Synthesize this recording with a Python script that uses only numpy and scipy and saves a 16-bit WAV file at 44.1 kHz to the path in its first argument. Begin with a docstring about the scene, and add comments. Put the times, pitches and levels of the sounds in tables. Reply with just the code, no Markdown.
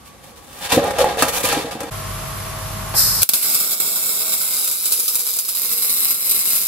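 """Quiet room air and faint strokes on steel; then a folded stainless part is knocked and slid over a sheet.
Slips rasp and rumble the sheet; each knock rings steel modes, thumps the bench and clashes.
An abrupt change of scene: a MIG welder hums over fan noise, gas puffs and rushes, the wire pops.
The arc then crackles from irregular snaps, fizz and spatter, with a faint singing mode of the part.
The arc is so loud that a gain control pushes hum and gas far down."""
import sys
import numpy as np
from scipy import signal
from scipy.fft import rfft, irfft
from scipy.io import wavfile
from scipy.ndimage import uniform_filter1d

SR = 44100
rng = np.random.default_rng(int(sys.argv[2]) if len(sys.argv) > 2 else 0)


def put_to_file(sound):
    """Save the sound as 16-bit audio at rate SR, in the file named by the first command-line argument."""
    columns = np.atleast_2d(sound).T  # one column per channel
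    safe = np.clip(columns, -1, 1)
    whole_steps = np.round(safe * 32767)
    wavfile.write(sys.argv[1], SR, whole_steps.astype(np.int16))


N = 294147

# knocks of part on sheet: t/s, relative ring level/dB, thump re ring/dB, bright clash re ring/dB, favoured f/Hz
KNOCKS = [(0.725, -3, -6, -27, 520), (0.769, -0.5, 1.5, -31, 480), (0.778, 0, -9, -30, 576),
          (0.841, -2.5, -12, -15, 764), (0.88, -5.5, -28, -15, 836), (0.908, -4.5, -28, -11.5, 535),
          (0.986, -0.5, -21, -8, 610), (1.005, 3, -28, -18, 490), (1.043, 3, -36, -17, 836),
          (1.172, -6, -28, -13, 544), (1.223, 0, -5, 1.5, 1290), (1.435, -9, -6, -14, 510),
          (1.488, -7, -19, -1.5, 577), (1.526, -2.5, -12, -4, 846), (1.566, -10.5, 3, -25, 390),
          (1.645, -15, 0, -21, 446), (1.751, -20.5, 4.5, -30, 400), (1.805, -14.5, -8, -0.5, 1080),
          (1.832, -15, -4, -5.5, 320)]
# modes of part and sheet: f/Hz, level/dB
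STEEL_MODES = [(195, -4.5), (272, -10.5), (308, -3), (398, -6.5), (464, 3), (478, -1.5), (511, -1.5),
               (530, 1), (564, 2.5), (643, -1), (707, -4), (778, -3.5), (821, 1.5), (850, -4), (991, -7.5),
               (1205, -14), (1333, -13), (1622, -10), (1690, -24), (1809, -17), (1872, -11), (2281, -15),
               (2410, -13), (2671, -13.5), (3590, -18), (4410, -20)]
# modes of the bench under the sheet: f/Hz, level/dB
BENCH_MODES = [(72, -8), (150, -4), (205, -14), (262, 3.5), (315, 2)]
# drag of the part, rumble of the sheet: t/s, relative level/dB
DRAG = [(0.0, -51), (0.28, -49), (0.66, -45), (0.746, -23), (0.878, -20.5), (0.93, -26.5), (1.026, -24),
        (1.518, -27), (1.9, -31.5)]
# strokes of glove or edge on steel: t/s, length/s, relative rasp level/dB, hiss re rasp/dB
SCRAPES = [(0.048, 0.033, -49.5, 1), (0.222, 0.071, -51.5, -0.5), (0.356, 0.025, -50, 0),
           (0.4, 0.15, -54, 1), (0.496, 0.06, -50, 2), (0.55, 0.07, -45, 0), (0.608, 0.062, -31, -9),
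           (0.686, 0.035, -26, -24), (0.718, 0.018, -18.5, -8), (0.978, 0.032, -25, -26),
           (1.177, 0.058, -26, -8), (1.28, 0.013, -28.5, 1), (1.317, 0.077, -28, 1.5),
           (1.427, 0.03, -25, 1), (1.47, 0.085, -25, -23), (1.55, 0.077, -33, -17),
           (1.709, 0.0092, -33.5, -11)]
# spectrum of thud and rumble: f/Hz, level/dB
THUD_SPECTRUM = [(25, -20), (70, 3.5), (140, -7), (280, -13), (370, 0), (520, -3), (820, -2.5), (1000, -3),
                 (2000, -9.5), (4000, -16.5), (10000, -39.5)]
# spectrum of the clash of metal on metal: f/Hz, level/dB
CLASH_SPECTRUM = [(400, -31), (950, -20), (1250, 9), (1650, -2), (2400, -2), (3200, -7), (6000, -4),
                  (12000, -3.5), (15500, -17)]
# spectrum of the rasp: f/Hz, level/dB
RASP_SPECTRUM = [(300, -9), (1000, -1.5), (1500, -6), (3000, -0.5), (5000, -5.5), (8000, -9), (12400, -10),
                 (15500, -28)]
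# spectrum of the edge's hiss: f/Hz, level/dB
EDGE_SPECTRUM = [(1000, -14.5), (4000, -4), (8000, -1.5), (12400, 0.5), (15500, -7)]
# spectrum of room air: f/Hz, level/dB
ROOM_SPECTRUM = [(20, -32), (40, 5), (250, 3.5), (550, -9.5), (900, -6.5), (1600, -10), (6500, -17.5),
                 (12000, -17), (15000, -34)]
# spectrum of the fan's rush: f/Hz, level/dB
FAN_SPECTRUM = [(20, -13), (45, 2.5), (110, 4), (200, 0.5), (270, -9), (700, -7), (1150, -8), (1700, -9),
                (2500, -11.5), (4200, -14.5), (8500, -17.5), (12200, -16), (13500, -35), (15000, -49)]
# spectrum of steady gas flow: f/Hz, level/dB
GAS_SPECTRUM = [(300, -25), (900, -20), (1450, -0.5), (2000, -14), (3200, -11.5), (3500, -5.5), (4200, -4),
                (5200, 6), (6600, -1), (8200, 3.5), (10700, -0.5), (12000, 4.5), (13200, -9), (14600, 3),
                (15300, -30)]
# spectrum of the valve's puff: f/Hz, level/dB
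PUFF_SPECTRUM = [(40, -5), (300, 3), (900, 16), (2000, 3), (5000, 3), (15000, -36)]
# arc spectrum at the start, also of the pops: f/Hz, level/dB
ARC_EARLY_SPECTRUM = [(40, -33), (175, -11), (270, -16), (600, -14.5), (840, -16.5), (1000, -13.5),
                      (1480, -10), (1750, -21), (2450, -10), (3200, -14), (3480, -7), (5200, -7),
                      (6400, -10.5), (7600, -3.5), (9000, -5.5), (10500, 0), (12000, -1.5), (14000, -0.5),
                      (15500, -11)]
# arc spectrum further along the seam: f/Hz, level/dB
ARC_LATE_SPECTRUM = [(40, -35), (110, -20.5), (180, -16), (270, -19.5), (600, -19), (840, -22.5),
                     (1000, -16), (1480, -15.5), (1750, -26), (2450, -12.5), (3200, -15), (3600, -7.5),
                     (5200, -8), (6400, -9.5), (7500, -7), (9000, -4.5), (10000, -1), (12500, -1.5),
                     (15500, -6)]
# stereo width of near sounds: f/Hz, side minus mid/dB
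WIDTH = [(100, -9), (500, 0), (1200, -4), (2500, -3.5), (6000, 1), (15000, 0)]
# shaft, transformer and blade tones: f/Hz, level/dB, change as the gas valve opens/dB
HUM = [(46.5, -38.5, -0.5), (100.1, -36, -1.5), (137, -40, -2), (640.5, -41.5, -12), (1072, -46.5, -1),
       (1347, -50, -5)]
# narrow resonances of the fan: f/Hz, width/Hz, strength/dB
FAN_WHISTLES = [(1134, 145, 5), (10600, 65, 4), (11130, 60, 10.5), (12170, 79, 8.5), (13100, 110, 12),
                (13900, 140, 18)]
# narrow resonances of the nozzle: f/Hz, width/Hz, strength/dB
NOZZLE_PEAKS = [(4280, 130, 7.5), (4990, 250, 1.5), (5250, 340, -6.5), (9800, 71, 7), (12000, 400, 6)]
# narrow resonances in the arc's sound: f/Hz, width/Hz, strength/dB
SEAM_PEAKS = [(464, 17, -1.5), (668, 48, 1), (1117, 110, 0), (2140, 140, 2), (5000, 270, 0),
              (7400, 870, -3.5), (12000, 170, 2.5)]
# narrow hollows in the colour of gas and burning arc: f/Hz, width/Hz, depth/dB
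HOLLOWS = [(3470, 150, -7.5), (4590, 150, -4.5), (5730, 320, -3), (6690, 160, -12.5), (9000, 260, -12),
           (11300, 440, -1)]
# wire touches with a faint fizz, then blows apart: t/s, relative level/dB, t60/s
STRIKES = [(3.218, -51, 0.23), (3.2305, 3, 0.019), (3.2900, -3, 0.043), (3.3345, -9, 0.18)]
# droplets bursting into a spray: t/s, relative starting level/dB, t60/s
SPATTER = [(3.4261, -14.5, 0.061), (3.6019, -13, 0.073), (3.708, -18.5, 0.085), (3.8, -14, 0.085),
           (3.857, -22, 0.12), (3.9565, -17, 0.12), (4.0578, -18, 0.075), (4.856, -15.5, 0.11),
           (4.9202, -12, 0.11), (4.9972, -16, 0.033), (5.0794, -10, 0.058), (5.155, -12.5, 0.04),
           (5.3361, -19, 0.082), (5.387, -10.5, 0.04), (5.4873, -18.5, 0.078), (5.549, -13.5, 0.036),
           (5.718, -15, 0.047), (5.8211, -11, 0.041), (5.8948, -12, 0.04), (6.03, -14.5, 0.041),
           (6.0816, -17, 0.029), (6.106, -9.5, 0.038), (6.145, -16, 0.05), (6.2941, -11, 0.041),
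           (6.31, -10.5, 0.06), (6.4048, -21, 0.071), (6.5589, -12, 0.032), (6.6177, -22, 0.043)]
# burn of the arc: t/s, relative level/dB
BURN = [(3.46, -20.5), (3.54, -17.5), (3.63, -24.5), (3.72, -21.5), (3.76, -25.5), (3.87, -22), (4.44, -23),
        (4.6, -21), (4.85, -25), (4.95, -22.5), (5.25, -25.5), (5.34, -25), (5.42, -27.5), (5.91, -20.5),
        (6.07, -20), (6.12, -25), (6.29, -21.5), (6.34, -20.5), (6.39, -21), (6.64, -22)]
# balance of the arc between the channels: t/s, left minus right/dB
TORCH_PAN = [(3.3, -2), (4.8, -1.5), (5.5, -1.5), (6.6, -1.5)]
# faint singing of the heated part: t/s, relative level/dB
SINGING = [(3.4, -62), (4.8, -72), (5.0, -49.5), (5.3, -53), (5.55, -58), (5.67, -51.5), (5.79, -44),
           (5.9, -57), (6.6, -73)]

CUT_S = 1.905  # handling ends, welder is running
# steel and bench
FAVOUR_DB, FAVOUR_OCTAVES = 11, 0.25  # contact point favours modes around one frequency
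CONTACT_DETUNE, BENCH_T60_S = 0.006, 0.11
UPPER_FROM_HZ, UPPER_WIDTH_HZ, UPPER_DB = 950, 20, 4.5  # steel modes standing out of noise; strength
# sliding
DRAG_RASP_DB = -13  # re drag rumble
RATTLE_DB, RATTLE_T60_S = -23, 0.25  # rattling on after a knock, re knock
SCRAPE_RUMBLE_DB, SCRAPE_RING_DB = -7.5, -6  # re scrape rasp
SCRAPE_SWELL, SCRAPE_T60_S = 0.3, 0.18  # swell as share of stroke length; release
# gas
VALVE_S, VALVE_RISE_S = 2.940, 0.043
FLOW_DB, OVERSHOOT_DB, SETTLE_S = -19.5, 9.5, 0.15
# arc
STEADY_S = 3.425  # sputtering ends, full burn
SHORT_LEAD_S = 0.0009  # median lead of shorting tick over snap
PING_HZ, PING_T60_S = 12350, 0.0022
PING_DB, PING_PAN_DB = -6, 1.5  # re burn; left minus right, ahead of TORCH_PAN
ARC_LOUDER_DB = 40  # boost of the arc and largest gain cut
TOP_HZ = 15700


def undb(db):
    """Decibels to gain."""
    return np.exp(np.asarray(db) * (np.log(10) / 20))


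def unit(x):
    """Scale to rms 1."""
    return x / np.sqrt(np.mean(x ** 2) + 1e-18)


def clock():
    """Time of every sample in s."""
    return np.arange(N) / SR


def curves(table):
    """Table columns, interpolated linearly in time."""
    s, *columns = np.transpose(table)
    return [np.interp(clock(), s, c) for c in columns]


def after(s, fade=0.003):
    """Linear switch-on from time s over fade seconds."""
    return np.clip((clock() - s) / fade, 0, 1)


def walk(rate):
    """Random levels at a rate in Hz, joined by straight lines; spread near 1."""
    knots = rng.standard_normal(N // max(int(SR / rate), 1) + 2)
    position = np.linspace(0, len(knots) - 1, N)
    return np.sqrt(3 / 2) * np.interp(position, np.arange(len(knots)), knots)


def noise():
    """Two independent white noises."""
    return rng.standard_normal((2, N), dtype=np.float32)


def clicks(times, sizes):
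    """Single-sample impulses."""
    index = np.clip(np.asarray(times) * SR, 0, N).astype(int)
    return np.bincount(index, sizes, N + 1)[:N]


def add(track, s, sound):
    """Mix a short sound into a track at time s."""
    start = int(s * SR)
    track[start:start + len(sound)] += sound[:N - start]


def through(x, response):
    """Convolve with one response or a left and a right one."""
    x, response = (np.atleast_2d(v).astype(np.float32) for v in (x, response))
    return signal.oaconvolve(x, response, axes=1)[:, :N]


def colour(x, points, peaks=(), hollows=(), size=4096):
    """Minimum-phase filter; a peak adds twice its strength as power, a hollow cuts by its depth."""
    f = np.maximum(np.arange(size // 2 + 1) * SR / size, 1)
    hz, db = np.transpose(points)
    power = 1 + sum(undb(2 * d) * 2 / (1 + (2 * (f - c) / w) ** 2) for c, w, d in peaks)
    hollow_db = sum(d * np.exp(-(2 * (f - c) / w) ** 2) for c, w, d in hollows)
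    broad_db = np.interp(np.log(f), np.log(hz), db)
    # fold the cepstrum to make the filter causal
    cepstrum = irfft(np.log(undb(broad_db + hollow_db) * np.sqrt(power)))
    cepstrum[1:size // 2] *= 2
    cepstrum[size // 2 + 1:] = 0
    return through(x, irfft(np.exp(rfft(cepstrum))))


def stereo(pair):
    """Two signals as mid and side; WIDTH sets how unlike the channels are at each frequency."""
    side = colour(pair[1], WIDTH)[0]
    return np.array([pair[0] + side, pair[0] - side])


def fall(t60, size=16384):
    """Exponential decay, t60 in s, cut off after size samples."""
    return np.exp(-np.log(1000) * np.arange(size) / SR / t60)


def echoes(t60, size=16384):
    """Two tails of dense reflections, each near unit energy."""
    return unit(rng.standard_normal((2, size)) * fall(t60)) / np.sqrt(size)


def even(pair, size=48):
    """Flatten the broad colour of reflections, keeping their scatter in time."""
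    hz = np.maximum(np.fft.rfftfreq(pair.shape[1], 1 / SR), 1)
    db = 10 * np.log10(uniform_filter1d(np.abs(rfft(pair)) ** 2, size) + 1e-12)
    return np.array([colour(r, np.c_[hz, -d])[0] for r, d in zip(pair, db)])


def bursts(rows, tail_db, tail_t60):
    """Envelope of (t/s, level/dB, t60/s) blows, each with a weaker, longer room tail."""
    power = np.zeros(N)
    for s, db, t60 in rows:
        add(power, s, undb(2 * db) * (fall(t60) ** 2 + (undb(tail_db) * fall(tail_t60)) ** 2))
    return np.sqrt(power)


def workshop():
    """Room air: coloured noise with one narrow resonance and a wavering level."""
    air = unit(colour(stereo(noise()), ROOM_SPECTRUM, [(1140, 11.6, 15.7)]))
    return undb(-43.0 + walk(2.2)) * air


def strokes(rows):
    """Envelope of (t/s, length/s, level/dB) strokes: each swells, holds and dies away."""
    power = np.zeros(N)
    for s, length, db in rows:
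        held = np.arange(int((length + SCRAPE_T60_S) * SR)) / SR
        swell = np.minimum(held / (SCRAPE_SWELL * length), 1)
        release = np.exp(-np.log(1000) * np.maximum(held - length, 0) / SCRAPE_T60_S)
        add(power, s, (undb(db) * swell * release) ** 2)
    return np.sqrt(power)


def metallic(x, points):
    """Coloured noise with the upper steel modes standing out."""
    peaks = [(hz, UPPER_WIDTH_HZ, UPPER_DB) for hz, _ in STEEL_MODES if hz > UPPER_FROM_HZ]
    return unit(colour(x, points, peaks))


def steel_ring(t60_at_500hz, tilt_db=0, favoured_hz=500, favour_db=0, size=16384):
    """Decaying steel modes, reweighted and detuned per contact; hard contact tilts them up (dB/octave)."""
    t = np.arange(size, dtype=np.float32) / SR
    hz, db = np.transpose(STEEL_MODES)[:, :, None].astype(np.float32)
    weight, detune, side = rng.standard_normal((3, len(STEEL_MODES), 1), dtype=np.float32)
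    decay = np.exp(-np.float32(np.log(1000) / t60_at_500hz) * (hz / 500) ** 0.16 * t)
    favour = favour_db * np.exp(-(np.log2(hz / favoured_hz) / FAVOUR_OCTAVES) ** 2)
    gain = np.sign(side) * undb(db + favour + 2.8 * weight + tilt_db * np.log2(hz / 500))
    tones = np.sin(2 * np.pi * hz * (1 + CONTACT_DETUNE * detune) * t)
    return np.sum(gain * decay * tones, 0) / np.sqrt(np.sum(gain ** 2))


def scrape_rings(slips):
    """Each stroke touches another spot, so its slips bring out other high steel modes."""
    track = np.zeros(N)
    for s, length, db, _ in SCRAPES:
        push = unit(slips[int(s * SR):int((s + length) * SR)])
        ring = steel_ring(t60_at_500hz=0.34, tilt_db=7.5)
        add(track, s, undb(db) * signal.fftconvolve(push, ring / np.linalg.norm(ring)))
    return track


def sliding():
    """Edge slips in tiny steps that rasp and rumble the sheet; scrapes and knocks stir it up."""
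    drag = undb(curves(DRAG)[0])
    scrape = strokes([(s, length, db) for s, length, db, _ in SCRAPES])
    hiss = strokes([(s, length, db + hiss_db) for s, length, db, hiss_db in SCRAPES])
    rattle_rows = [(s, db + RATTLE_DB, RATTLE_T60_S) for s, db, *_ in KNOCKS]
    rattle = bursts(rattle_rows, tail_db=-24, tail_t60=0.6)
    chance = rng.standard_normal((9000, 2))
    slip_sizes = np.sign(chance[:, 0]) * undb(3.3 * np.clip(chance[:, 1], -2, 2))
    slips = clicks(rng.uniform(0, N / SR, len(chance)), slip_sizes)
    paths = even(echoes(t60=0.025) + undb(-1) * echoes(t60=0.22))
    judder = stereo(through(slips, paths))
    sheet_ring = unit(through(slips, steel_ring(t60_at_500hz=0.12)))
    rumble = unit(undb(-4.5) * metallic(judder, THUD_SPECTRUM) + sheet_ring)
    shaking = np.sqrt(drag ** 2 + rattle ** 2 + (undb(SCRAPE_RUMBLE_DB) * scrape) ** 2)
    rasping = np.hypot(scrape, undb(DRAG_RASP_DB) * drag)
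    rasp = rasping * metallic(judder, RASP_SPECTRUM)
    edge_hiss = hiss * unit(colour(judder, EDGE_SPECTRUM))
    grip = undb(1.36 * walk(53.7))  # uneven pressure of the hand
    rubbing = grip * (undb(-2.0) * shaking * rumble + undb(3.5) * (rasp + edge_hiss))
    return rubbing + undb(SCRAPE_RING_DB) * scrape_rings(slips)


def bench_thump():
    """Low, quickly damped bench modes, detuned anew for each blow."""
    decay = fall(BENCH_T60_S)
    t = np.arange(len(decay)) / SR
    detune = 1 + 0.039 * rng.standard_normal(len(BENCH_MODES))
    tones = 0
    for k, (hz, db) in enumerate(BENCH_MODES):
        tones = tones + (-1) ** k * undb(db) * np.sin(2 * np.pi * hz * detune[k] * t)
    return decay * tones


def knocks():
    """Each blow thumps the bench, clashes metal on metal and rings the steel."""
    thud = bursts([(s, db, .06) for s, db, *_ in KNOCKS], tail_db=-2.5, tail_t60=0.83)
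    clash_rows = [(s, db + bright_db, .06) for s, db, _, bright_db, _ in KNOCKS]
    clash = bursts(clash_rows, tail_db=-16, tail_t60=0.53)
    ring, thump = np.zeros(N), np.zeros(N)
    for s, db, thump_db, bright_db, hz in KNOCKS:
        tilt_db = 0.22 * (bright_db + 19.5)
        blow = steel_ring(t60_at_500hz=0.22, tilt_db=tilt_db, favoured_hz=hz, favour_db=FAVOUR_DB)
        add(ring, s, undb(db) * blow)
        add(thump, s, undb(db + thump_db) * bench_thump())
    crash = stereo(noise())
    tonal = undb(-12.0) * ring + undb(-14) * thump
    thud_noise = undb(-28.5) * thud * unit(colour(crash, THUD_SPECTRUM))
    return tonal + thud_noise + undb(-8.0) * clash * metallic(crash, CLASH_SPECTRUM)


def welder():
    """Power source: shaft, transformer and blade tones wavering together over the fan's rush."""
    turn = 2 * np.pi * np.cumsum(1 + 0.0023 * walk(8.06)) / SR
    opened = after(VALVE_S, fade=VALVE_RISE_S)
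    tones = 0
    for hz, db, change_db in HUM:
        tone = np.sqrt(2) * np.sin((hz * turn).astype(np.float32))
        tones = tones + undb(db + change_db * opened) * tone
    air = unit(colour(stereo(noise()), FAN_SPECTRUM, FAN_WHISTLES))
    return tones + undb(-29 + 0.26 * walk(27.13)) * air


def gas():
    """Valve opens with a puff; pressure stored in the hose rushes out, then settles to steady flow."""
    flow_db = FLOW_DB + OVERSHOOT_DB * np.exp(-((clock() - VALVE_S) / SETTLE_S) ** 2)
    rush = stereo(noise())
    puff_level = bursts([(VALVE_S, -23, 0.16)], tail_db=-10.0, tail_t60=0.63)
    puff = puff_level * unit(colour(rush, PUFF_SPECTRUM))
    flow = unit(colour(rush, GAS_SPECTRUM, NOZZLE_PEAKS, HOLLOWS))
    return puff + after(VALVE_S, fade=VALVE_RISE_S) * undb(flow_db + 0.24 * walk(66.2)) * flow


def strikes():
    """Cold wire explodes on contact before the arc holds: decaying noise bursts."""
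    level = bursts(STRIKES, tail_db=-21.5, tail_t60=0.15)
    return level * unit(colour(stereo(noise()), ARC_EARLY_SPECTRUM))


def reflections(x, count=4):
    """Echoes from part, sheet and walls, crossfading as the torch moves from spot to spot."""
    spot = np.interp(clock(), [STEADY_S, N / SR], [0, count - 1])
    heard = 0
    for k in range(count):
        near = echoes(t60=0.0079) + undb(-2.5) * echoes(t60=0.041)
        paths = even(near + undb(-0.5) * echoes(t60=0.079))
        heard = heard + through(x * np.sqrt(np.maximum(1 - np.abs(spot - k), 0)), paths)
    return stereo(heard)


def spatter():
    """Droplets burst with a crack and a short, gritty spray."""
    track = np.zeros(N)
    for s, db, t60 in SPATTER:
        spray = fall(t60) + undb(-2.5) * fall(t60=0.0025)
        add(track, s, undb(db + 1.5) * rng.standard_normal(len(spray)) * spray)
    return track * undb(1.74 * walk(700))


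def arc(dips_hz=198, scatter=.15, spread_db=2.5, surges_per_s=45, count=1500):
    """Wire dips into the pool, arc snaps alight again, unevenly; droplets fizz and spatter."""
    level_db, pan_db = curves(BURN) + curves(TORCH_PAN)
    chance = rng.standard_normal((count, 6))
    # dips_hz and surges_per_s set the median intervals
    times = np.cumsum(np.exp(scatter * chance[:, 0])) / dips_hz
    snaps = clicks(times, undb(spread_db * np.clip(chance[:, 1], -2, 2)))
    # softer tick of the wire shorting ahead of each snap
    short_times = times - SHORT_LEAD_S * np.exp(.15 * chance[:, 2])
    shorts = clicks(short_times, -undb(-4.0 + 2.7 * np.clip(chance[:, 3], -2, 2)))
    fizz = rng.standard_normal(N) * undb(2.24 * walk(900))
    # current surges at once and sags back
    kick_times = np.cumsum(np.exp(.45 * chance[:, 4])) / surges_per_s
    kicks = clicks(kick_times, np.minimum(np.abs(chance[:, 5]), 1.5))
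    current = unit(1 + 0.62 * through(kicks, fall(t60=0.087))[0]) * undb(level_db + 2.5)
    # weak sputter from the second pop, catches at the third, then full burn
    catching = 0.56 * after(STRIKES[-2][0]) + 0.18 * after(STRIKES[-1][0]) + 0.44 * after(STEADY_S)
    current = current * catching
    crackle = current * unit(unit(snaps + shorts) + undb(2.0) * unit(fizz)) + spatter()
    heard = reflections(crackle)
    # colour shifts as the torch travels along the seam
    travel = after(4.29, fade=0.74)
    early, late = (np.array([unit(channel) for channel in colour(heard, shape, SEAM_PEAKS, HOLLOWS)])
                   for shape in (ARC_EARLY_SPECTRUM, ARC_LATE_SPECTRUM))
    burn = np.std(crackle) * ((1 - travel) * early + travel * late)
    # further along, each snap also arrives directly as a short, very bright ping
    phase = rng.uniform(0, 2 * np.pi, (2, 1))
    ping_tone = np.sin(2 * np.pi * PING_HZ * np.arange(512) / SR + phase)
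    ping = fall(PING_T60_S, size=512) * ping_tone
    sparks = clicks(times, np.sign(chance[:, 2]) * undb(spread_db * chance[:, 1]))
    ping_gain = undb(PING_DB + np.array([[PING_PAN_DB], [-PING_PAN_DB]]) / 2)
    pings = ping_gain * travel * current * unit(through(sparks, ping))
    return (burn + pings) * undb(np.array([pan_db, -pan_db]) / 2)


def singing(hz=478):
    """One wavering mode of the part, kept going by the arc."""
    level_db, = curves(SINGING)
    level = after(SINGING[0][0]) * undb(level_db + 3.2 * walk(25))
    return level * np.sin(2 * np.pi * np.cumsum(hz + 7 * walk(40)) / SR)


def scene():
    """Handling, then welding after the abrupt change of scene."""
    handling = workshop() + sliding() + knocks()
    welding = welder() + gas() + undb(ARC_LOUDER_DB) * (strikes() + arc() + singing())
    return handling * (1 - after(CUT_S - .012, fade=0.012)) + welding * after(CUT_S, fade=.015)


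def gain_control(x, ceiling_db=0.0, release_db_per_s=0.08, size=64):
    """Welding peaks over the ceiling cut the gain at once, within a limit; it creeps back slowly."""
    peak_db = 20 * np.log10(np.abs(x).max(0) + 1e-9)
    over_db = np.clip(peak_db - ceiling_db, 0, ARC_LOUDER_DB) * after(CUT_S)
    recovery_db = release_db_per_s * clock()
    cut_db = np.maximum.accumulate(over_db + recovery_db) - recovery_db
    # averaged over the samples ahead
    return x * undb(-uniform_filter1d(cut_db, size, origin=-(size // 2)))


def record(dry):
    """Ride the gain, clip the sharpest peaks, low-pass the top."""
    low_pass = signal.ellip(10, .2, 70, TOP_HZ, fs=SR, output="sos")
    return signal.sosfilt(low_pass, np.clip(gain_control(dry), -1, 1))


dry = scene()
out = record(dry)
put_to_file(out)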